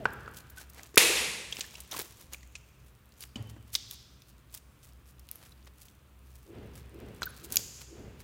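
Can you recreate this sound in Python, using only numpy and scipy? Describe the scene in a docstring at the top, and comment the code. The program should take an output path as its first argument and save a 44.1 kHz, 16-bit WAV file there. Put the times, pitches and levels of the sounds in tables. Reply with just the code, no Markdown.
"""Sticky slime is squeezed out of a plastic tube and kneaded over a bowl, close up, with a long reverb.
Over a low hum and faint hiss, a soft low whoosh fades at the start. At 1 s trapped air bursts out
in one loud crack. Throughout, small air pockets pop, squeak and gulp, and the slime crackles as it
peels off the skin. A soft knock booms at 3.4 s; from 6.5 s the whoosh comes four more times."""
import sys
import numpy as np
from scipy import signal
from scipy.fft import rfft, irfft
from scipy.io import wavfile
from scipy.ndimage import uniform_filter1d

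SR = 44100
rng = np.random.default_rng(int(sys.argv[2]) if len(sys.argv) > 2 else 0)


def digitize_waveform(pressure):
    """Quantize a signal to 16-bit integers and store it at the path in sys.argv[1].

    Rows of a 2-D input are taken as channels; values are limited to [-1, 1].
    """
    field = np.atleast_2d(pressure).T
    bounded = np.clip(field, -1, 1)
    quanta = np.round(bounded * 32767).astype(np.int16)
    wavfile.write(sys.argv[1], SR, quanta)


N = 362943
TIME = np.arange(N) / SR
CUTOFF_HZ = 16000


def from_db(db):
    """Decibels to gain."""
    return 10 ** (np.asarray(db) / 20)


def unit_rms(x):
    """Scale to rms 1."""
    return x / np.sqrt(np.mean(x ** 2) + 1e-20)


def held(x, length_s):
    """Scale a short sound to the energy of rms 1 held for length_s."""
    return x * np.sqrt(length_s * SR / (np.sum(x ** 2) + 1e-20))


def band(x, low_hz, high_hz, order=2):
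    """Causal band-pass."""
    high_hz = min(high_hz, .45 * SR)
    low_hz = min(low_hz, .98 * high_hz)
    return signal.sosfilt(signal.butter(order, [low_hz, high_hz], "band", fs=SR, output="sos"), x)


def colour(x, spectrum, size=8192):
    """Minimum-phase filter through (Hz, dB) points."""
    hz, level_db = np.transpose(spectrum)
    bins_hz = np.fft.rfftfreq(size, 1 / SR)
    gain = from_db(np.interp(np.log(bins_hz + 1), np.log(hz), level_db))
    cepstrum = irfft(np.log(gain))[:size // 2]
    cepstrum[1:] *= 2
    impulse = irfft(np.exp(rfft(cepstrum, size)))
    return signal.fftconvolve(x, impulse)[:len(x)]


def add(out, start_s, sound):
    """Mix a sound in at start_s."""
    at = round(start_s * SR)
    sound = sound[max(-at, 0):N - at]
    out[max(at, 0):max(at, 0) + len(sound)] += sound


# Hiss spectrum. Each row: frequency in Hz, relative density in dB.
HISS_SPECTRUM = [(18, -40), (30, -5.5), (49, -3), (71, 2.5), (822, -21), (1160, -17.5), (2120, -24),
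                 (2610, -22), (5310, -33.5), (10500, -31.5), (11400, -41.5), (14800, -25.5), (16000, -39.5)]
# Hum bands. Each row: centre in Hz, width in Hz, level in dB.
HUM_BANDS = [(57.8, 3.2, -66), (64.64, 3.4, -58.5), (107, 15, -76), (126, 11, -69)]


def background(hiss_db=-60.5):
    """Faint hiss and a wavering low hum of narrow noise bands."""
    out = from_db(hiss_db) * unit_rms(colour(rng.standard_normal(N + SR), HISS_SPECTRUM)[SR:])
    for hz, width_hz, level_db in HUM_BANDS:
        hum = band(rng.standard_normal(N + SR), hz - width_hz / 2, hz + width_hz / 2)[SR:]
        out += from_db(level_db) * unit_rms(hum)
    return out


# Reverb response. Each row: frequency in Hz, gain in dB, T60 in seconds.
REVERB_RESPONSE = [(60, -5.5, 5.3), (298, -0.5, 1.05), (390, 4.5, 1), (610, 0, 1), (1530, -1.5, 1),
                   (2100, -1.5, 1), (3784, -2, 1), (7000, -0.5, 0.96), (9507, -3.5, 0.93),
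                   (15000, -7.5, 0.49)]


def reverb(x, onset_s=0.011, bloom_s=.18, bloom_db=3.0, bands=26, hop=64):
    """A diffuse tail: each band stores energy and returns it as dying noise, swelling a second time."""
    t = TIME[:2 * SR:hop]
    bloom = from_db(bloom_db * np.clip((t - bloom_s) / .025 + .5, 0, 1))
    shape = np.clip(t / onset_s, 0, 1) * bloom
    points_hz, points_db, points_t60_s = np.transpose(REVERB_RESPONSE)
    edges_hz = np.geomspace(300, 16300, bands + 1) - 230
    white = rng.standard_normal((2, N))
    out, starts = np.zeros(N), np.arange(0, N, hop)
    for k, (low_hz, high_hz) in enumerate(zip(edges_hz, edges_hz[1:])):
        log_centre = np.log(low_hz * high_hz) / 2
        gain_db = np.interp(log_centre, np.log(points_hz), points_db)
        t60_s = np.interp(log_centre, np.log(points_hz), points_t60_s)
        decay = (shape * from_db(-60 * t / t60_s)) ** 2
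        power = np.add.reduceat(band(x, low_hz, high_hz, order=3) ** 2, starts) / hop
        stored = np.convolve(power, decay / decay.sum())[:len(starts)]
        envelope = np.repeat(np.sqrt(stored), hop)[:N]
        out += from_db(gain_db) * envelope * unit_rms(band(white[k % 2], low_hz, high_hz))
    return out


# Noise bands of one whoosh. Each row: low and high edge in Hz, peak delay, rise and decay in seconds,
# level in dB.
WHOOSH_BANDS = [(319, 407, 0.072, 0.031, 0.022, -54), (204, 515, 0.16, 0.075, 0.16, -53.5),
                (42.8, 160, 0.17, 0.062, 0.26, -51), (840, 3000, 0.11, 0.032, 0.66, -65)]
# Whooshes. Each row: start in seconds, gain in dB.
WHOOSH_EVENTS = [(-.14, 5), (6.45, 3), (6.902, 3.5), (7.388, -1), (7.873, 2)]


def whooshes():
    """One soft swell of low noise, repeated; its bass comes late and lingers."""
    out, whoosh, t = np.zeros(N), np.zeros(SR), TIME[:SR]
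    for low_hz, high_hz, peak_s, rise_s, decay_s, level_db in WHOOSH_BANDS:
        rise = np.exp(-.5 * ((t - peak_s) / rise_s) ** 2)
        fall = np.exp((peak_s - t) / decay_s)
        noise = unit_rms(band(rng.standard_normal(SR), low_hz, high_hz))
        whoosh += from_db(level_db) * np.where(t < peak_s, rise, fall) * noise
    for start_s, gain_db in WHOOSH_EVENTS:
        add(out, start_s, from_db(gain_db) * whoosh)
    return out


# Modes rung by the knock. Each row: frequency in Hz, level in dB re the knock, T60 in seconds.
KNOCK_RESONANCES = [(72, -23, .5), (110, -0.5, 1.5), (217, -4, 1.08), (240, 4.5, 0.11), (296, -6.5, 0.8),
                    (427, -16.5, 0.88), (815, -11, 0.36), (995, -28, 0.41), (1880, -27, 0.86),
                    (3050, -13.5, 0.67), (3070, -20, .4), (4600, -22, 0.47), (6630, -25, 0.55)]


def knock(start_s=3.359, level_db=-45.5, rumble_db=-7.5, rumble_t60_s=0.84,
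          flutter_db=7.0, flutter_s=0.012):
    """A soft knock leaves a low boom, faint fluttering overtones and a rough dying rumble."""
    out, t = np.zeros(N), TIME[:2 * SR]
    for hz, mode_db, t60_s in KNOCK_RESONANCES:
        flutter = np.interp(t / flutter_s, np.arange(SR), rng.standard_normal(SR))
        envelope = from_db(level_db + mode_db + flutter_db * flutter - 60 * t / t60_s)
        add(out, start_s, envelope * np.sin(2 * np.pi * hz * t))
    rumble = unit_rms(band(rng.standard_normal(len(t)), 150, 660, order=1))
    add(out, start_s, from_db(level_db + rumble_db - 60 * t / rumble_t60_s) * rumble)
    return out


# Hand activity. Each row: time in seconds, gain in dB on ticks, cling crackle and small pops.
HAND_ACTIVITY = [(0, 6.5), (.7, 7), (2.1, 7), (2.7, -4), (3.6, 1.5), (4.2, -6.5), (5.0, -2), (5.45, 2.5),
                 (6.1, -10), (6.8, 2), (7.4, 4), (8.2, -7.5)]


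def kneading_db(time_s):
    """How busily the hands work the slime, as a gain."""
    return np.interp(time_s, *np.transpose(HAND_ACTIVITY))


def threads(per_s, low_hz, high_hz, spread_db, db_per_octave, bands=7):
    """Tiny threads snap at random, each with its own size and pitch band; rms 1."""
    sizes = from_db(spread_db * np.minimum(rng.exponential(1, N), 4)) * rng.choice([-1, 1], N)
    clicks = sizes * (rng.random(N) < per_s / SR)
    click_band = rng.integers(0, bands, N)
    out = np.zeros(N)
    for k, hz in enumerate(np.geomspace(low_hz, high_hz, bands)):
        snaps = band(clicks * (click_band == k) + 1e-18, hz / 1.6, hz * 2.2, order=1)
        out += from_db(db_per_octave * np.log2(hz / low_hz)) * snaps
    return unit_rms(out)


# Pulls off the skin. Each row: peak time in seconds, Gaussian width in seconds, crackle level in dB,
# squelch in dB re the crackle.
SKIN_PULLS = [(0.374, 0.024, -52, -26), (0.573, 0.0083, -54, -4.5), (0.605, .018, -54, 0),
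              (0.81, 0.051, -64.5, 8.5), (1.598, 0.04, -50, -3.5), (1.79, 0.064, -66.5, 5.5),
              (1.934, .02, -52, 7.5), (1.98, 0.017, -39, -2.5), (2.024, 0.031, -49, -4),
              (2.107, 0.016, -56, -10), (2.212, 0.022, -54.5, -5.5), (2.336, 0.01, -47, 0.5),
              (2.681, 0.01, -64.5, -6), (2.861, 0.028, -67, -10), (3.228, 0.022, -47, -13.5),
              (3.502, 0.0063, -57.5, -1), (3.701, .022, -65, -2), (3.749, 0.0092, -32.5, -27.5),
              (3.924, 0.015, -48.5, -14), (4.293, .014, -58, -18.5), (4.553, 0.017, -48, -15.5),
              (4.86, 0.029, -60.5, -9), (5.09, 0.014, -60, -17.5), (5.41, .07, -62, 1),
              (5.675, .007, -68, 9.5), (5.84, 0.055, -60.5, -13), (6.32, 0.052, -63.5, -11.5),
              (6.46, .04, -69, -10.5), (6.774, 0.019, -54, -3), (7.162, 0.025, -66.5, -16),
              (7.393, .022, -61, -20), (7.45, 0.008, -45.5, -21), (7.551, 0.03, -45, -4),
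              (7.808, 0.015, -54, -1), (8.207, 0.012, -56.5, -2.5)]


def peeling(cling_db=-79, tick_db=-79, clump_db=3.5, clump_s=0.008):
    """Slime lets go of the skin in clumps of crackle and squelch; lone threads tick in between."""
    activity = from_db(kneading_db(TIME))
    crackle_gain = from_db(cling_db) * activity   # slime clinging to moving fingers
    squelch_gain = np.zeros(N)
    for peak_s, width_s, crackle_db, squelch_db in SKIN_PULLS:
        t = np.arange(-4 * width_s, 4 * width_s, 1 / SR)
        swell = from_db(crackle_db) * np.exp(-.5 * (t / width_s) ** 2)
        add(crackle_gain, peak_s + t[0], swell)
        add(squelch_gain, peak_s + t[0], from_db(squelch_db) * swell)
    wander = np.interp(TIME / clump_s, np.arange(N), rng.standard_normal(N))
    clumps = unit_rms(from_db(clump_db * wander))
    crackle = threads(per_s=1200, low_hz=3320, high_hz=15000, spread_db=3.8, db_per_octave=0.0)
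    squelch = threads(per_s=1500, low_hz=204, high_hz=2600, spread_db=3.0, db_per_octave=-1.5)
    ticks = threads(per_s=43, low_hz=2500, high_hz=14000, spread_db=5.0, db_per_octave=-0.5)
    peel = clumps * (crackle_gain * crackle + squelch_gain * squelch)
    return peel + from_db(tick_db) * activity * ticks


# Short falling tones. Each row: start and length in seconds, start and end pitch in Hz, level in dB.
SQUEAKS_AND_GULPS = [(.002, .04, 720, 560, -47), (.572, .024, 1530, 1500, -49),
                     (.9713, .002, 2000, 900, -15), (.9728, .005, 480, 380, -18),
                     (1.944, .008, 1300, 900, -41), (1.990, .012, 450, 330, -42),
                     (5.667, .014, 3200, 350, -59), (7.255, .009, 14900, 14200, -38),
                     (7.267, .012, 1560, 1470, -40), (7.288, .023, 11100, 10900, -57)]


def squeaks_and_gulps(waver=0.019):
    """Short, unsteady falling tones, heard as high squeaks, low gulps and the burst's low ring."""
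    out = np.zeros(N)
    for start_s, length_s, start_hz, end_hz, level_db in SQUEAKS_AND_GULPS:
        size = int(length_s * SR)
        flutter = 1 + waver * unit_rms(uniform_filter1d(rng.standard_normal(size), size=30))
        phase = 2 * np.pi * np.cumsum(np.geomspace(start_hz, end_hz, size) * flutter) / SR
        tone = unit_rms(np.sin(phase) * signal.windows.tukey(size, .4))
        add(out, start_s, from_db(level_db) * tone)
    return out


def tear(length_s, spread_db, snap):
    """A film gives way: one snap, then a fast-dying volley of tiny rips."""
    t = TIME[:SR // 20]
    rips = rng.standard_normal(len(t)) * from_db(spread_db * rng.standard_normal(len(t)))
    rips = unit_rms(rips) * np.exp(-(t / length_s) ** 1.3)
    rips[0] += snap
    return rips


def pocket(hz, length_s, waver=0.057):
    """An air pocket rings and dies; its soft wall makes the pitch waver, most in tiny pockets."""
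    age = TIME[:SR // 20] / length_s
    wall = unit_rms(signal.lfilter(signal.windows.hann(40), 1, rng.standard_normal(len(age))))
    depth = waver + .12 * (hz / CUTOFF_HZ) ** 1.5
    phase = 2 * np.pi * np.cumsum(hz * (1 + depth * wall)) / SR
    return np.sin(phase) * age ** 0.12 * np.exp(-2 * age ** 2)


def pop(length_s, hz, ring_db, tear_db, thump_corner_hz=1500, fizz_corner_hz=5760):
    """A tearing film rings its air pocket; big pockets thump and crack, tiny ones fizz."""
    rips = tear(length_s, spread_db=3.0, snap=5.2)
    fine_rips = rips * np.exp(-TIME[:len(rips)] / (5.7 * length_s))   # the finest end first
    thump_db = -7.5 - 10.5 * max(np.log2(hz / thump_corner_hz), 0)
    fizz_share = 1 / (1 + (fizz_corner_hz / hz) ** 4.9)
    ring = held(pocket(hz, length_s), length_s)
    thump = from_db(thump_db) * held(band(rips, 240, 1700), length_s)
    crack = np.sqrt(1 - fizz_share) * held(band(rips, 2300, 7900, order=3), length_s)
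    fizz = np.sqrt(fizz_share) * held(band(fine_rips, 5500, 15000), length_s)
    return from_db(ring_db) * (ring + thump) + from_db(tear_db) * (crack + fizz)


def small_pops(per_s=16, low_hz=4020, high_hz=14760, base_db=-65, spread_db=2.5, draws=200):
    """Small pockets pop at random, louder while the hands are busy."""
    out = np.zeros(N)
    wait_draws, pitch_draws = rng.random((draws, 2)).T
    starts_s = np.cumsum(-np.log(1 - wait_draws)) / per_s
    pitches_hz = low_hz * (high_hz / low_hz) ** pitch_draws
    levels_db = base_db + kneading_db(starts_s) + spread_db * rng.standard_normal(draws)
    for start_s, hz, level_db in zip(starts_s, pitches_hz, levels_db):
        sound = pop(length_s=.0016, hz=hz, ring_db=level_db, tear_db=level_db + 3)
        if start_s < TIME[-1]:
            add(out, start_s, sound)
    return out


# Air pockets. Each row: start and length in seconds, pitch in Hz, ring level in dB, tear level in dB.
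AIR_POCKETS = [(.055, 0.0074, 1522, -22, -72), (0.0554, 0.0032, 910, -21, -73),
               (0.135, 0.00076, 14000, -44, -46.5), (0.278, 0.0072, 1300, -41, -62),
               (0.499, 0.011, 14000, -53, -57), (0.699, 0.0044, 13950, -49, -51.5),
               (.795, 0.0018, 2040, -44.5, -52), (0.833, 0.0025, 6800, -46, -44),
               (0.943, 0.009, 400, -49, -54), (0.9577, 0.0033, 7500, -46, -32.5),
               (1.525, 0.0068, 3420, -33, -36), (1.569, 0.0014, 2840, -34.5, -33),
               (1.608, 0.0068, 2940, -40.5, -30), (1.642, 0.0098, 1780, -49, -51),
               (1.753, 0.0054, 2800, -46, -45), (1.8035, 0.009, 8800, -48.5, -44.5),
               (1.913, 0.015, 5980, -43, -40.5), (1.9206, 0.0057, 3620, -39.5, -48),
               (2.0195, 0.0032, 13900, -38, -44), (2.334, 0.0047, 7180, -42, -38),
               (2.345, 0.0032, 2420, -40, -50), (2.4306, 0.0043, 2010, -56, -55.5),
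               (2.553, 0.0092, 2453, -45.5, -44), (3.207, 0.0037, 10150, -52, -43.5),
               (3.2255, .0034, 4440, -46.5, -46), (3.357, 0.0092, 3010, -41, -47),
               (3.4255, .0016, 10800, -68, -51), (3.564, 0.014, 301, -51.5, -73.5),
               (3.7521, 0.0009, 5180, -17.5, -21), (3.753, 0.0065, 3760, -27, -30),
               (3.911, 0.0028, 14000, -42, -37.5), (3.9113, 0.0022, 4200, -42, -47),
               (4.22, 0.0035, 5020, -63.5, -51.5), (5.195, 0.0024, 14000, -57.5, -52.5),
               (5.289, 0.0017, 6000, -75, -42), (5.3136, 0.0016, 14500, -31, -42),
               (5.3561, 0.0042, 11830, -45.5, -59), (5.5213, .0043, 3940, -55, -69),
               (5.884, .0026, 3650, -57, -53), (7.22, 0.0038, 1443, -30.5, -38),
               (7.2307, 0.0066, 4130, -35, -34), (7.231, 0.0065, 1370, -38, -52),
               (7.44, 0.0057, 12250, -58, -49), (7.523, 0.0061, 12800, -50, -30.5),
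               (7.5584, 0.0012, 13000, -24, -17), (7.569, 0.0019, 7000, -17, -16.5),
               (7.571, 0.0032, 5260, -22.5, -35)]


def pops():
    """The larger air pockets pop one by one."""
    out = np.zeros(N)
    for start_s, length_s, hz, ring_db, tear_db in AIR_POCKETS:
        add(out, start_s, pop(length_s, hz, ring_db, tear_db))
    return out


# Tears of the burst. Each row: start in seconds, length in seconds, level in dB.
BURST_TEARS = [(0.976, 0.0017, -6.5), (0.9801, 0.0012, -5), (0.9838, 0.00061, -10), (0.986, 0.00034, -14.5)]
# Burst spectrum. Each row: frequency in Hz, relative density in dB.
BURST_SPECTRUM = [(60, -25), (150, -14), (310, -18.5), (430, -4.5), (680, -10.5), (1060, -7.5),
                  (1600, -12.5), (2000, -1.5), (2520, 1.5), (3300, -2), (5000, -3.5), (9200, -5.5),
                  (14400, -12.5), (16000, -21.5)]


def burst(mouth_hz=2450, mouth_db=-10.0):
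    """Air trapped in the tube breaks through in a few violent tears, each ringing the tube's mouth."""
    out = np.zeros(N)
    for start_s, length_s, level_db in BURST_TEARS:
        rips = tear(length_s, spread_db=4.0, snap=0.73)
        blast = held(colour(rips, BURST_SPECTRUM), length_s)
        mouth = held(pocket(mouth_hz, length_s, waver=0.067), length_s)
        add(out, start_s, from_db(level_db) * (blast + from_db(mouth_db) * mouth))
    return out


def scene():
    """Mono mix; all the slime sounds feed the reverb, the burst most strongly."""
    popping, tones, crack, peel = pops() + small_pops(), squeaks_and_gulps(), burst(), peeling()
    slime = popping + tones + crack + peel
    send = (from_db(-11) * popping + from_db(-15.5) * tones
            + from_db(2.25) * crack + from_db(-14.5) * peel)
    return (slime + reverb(send) + knock() + whooshes() + background())[None]


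def record(dry):
    """High-pass at 38 Hz, clip at full scale, steep low-pass."""
    high_pass = signal.butter(4, 38, "high", fs=SR, output="sos")
    low_pass = signal.ellip(10, .1, 90, CUTOFF_HZ, fs=SR, output="sos")
    clipped = np.clip(signal.sosfilt(high_pass, dry), -1, 1)
    return signal.sosfilt(low_pass, clipped)


dry = scene()
out = record(dry)
digitize_waveform(out)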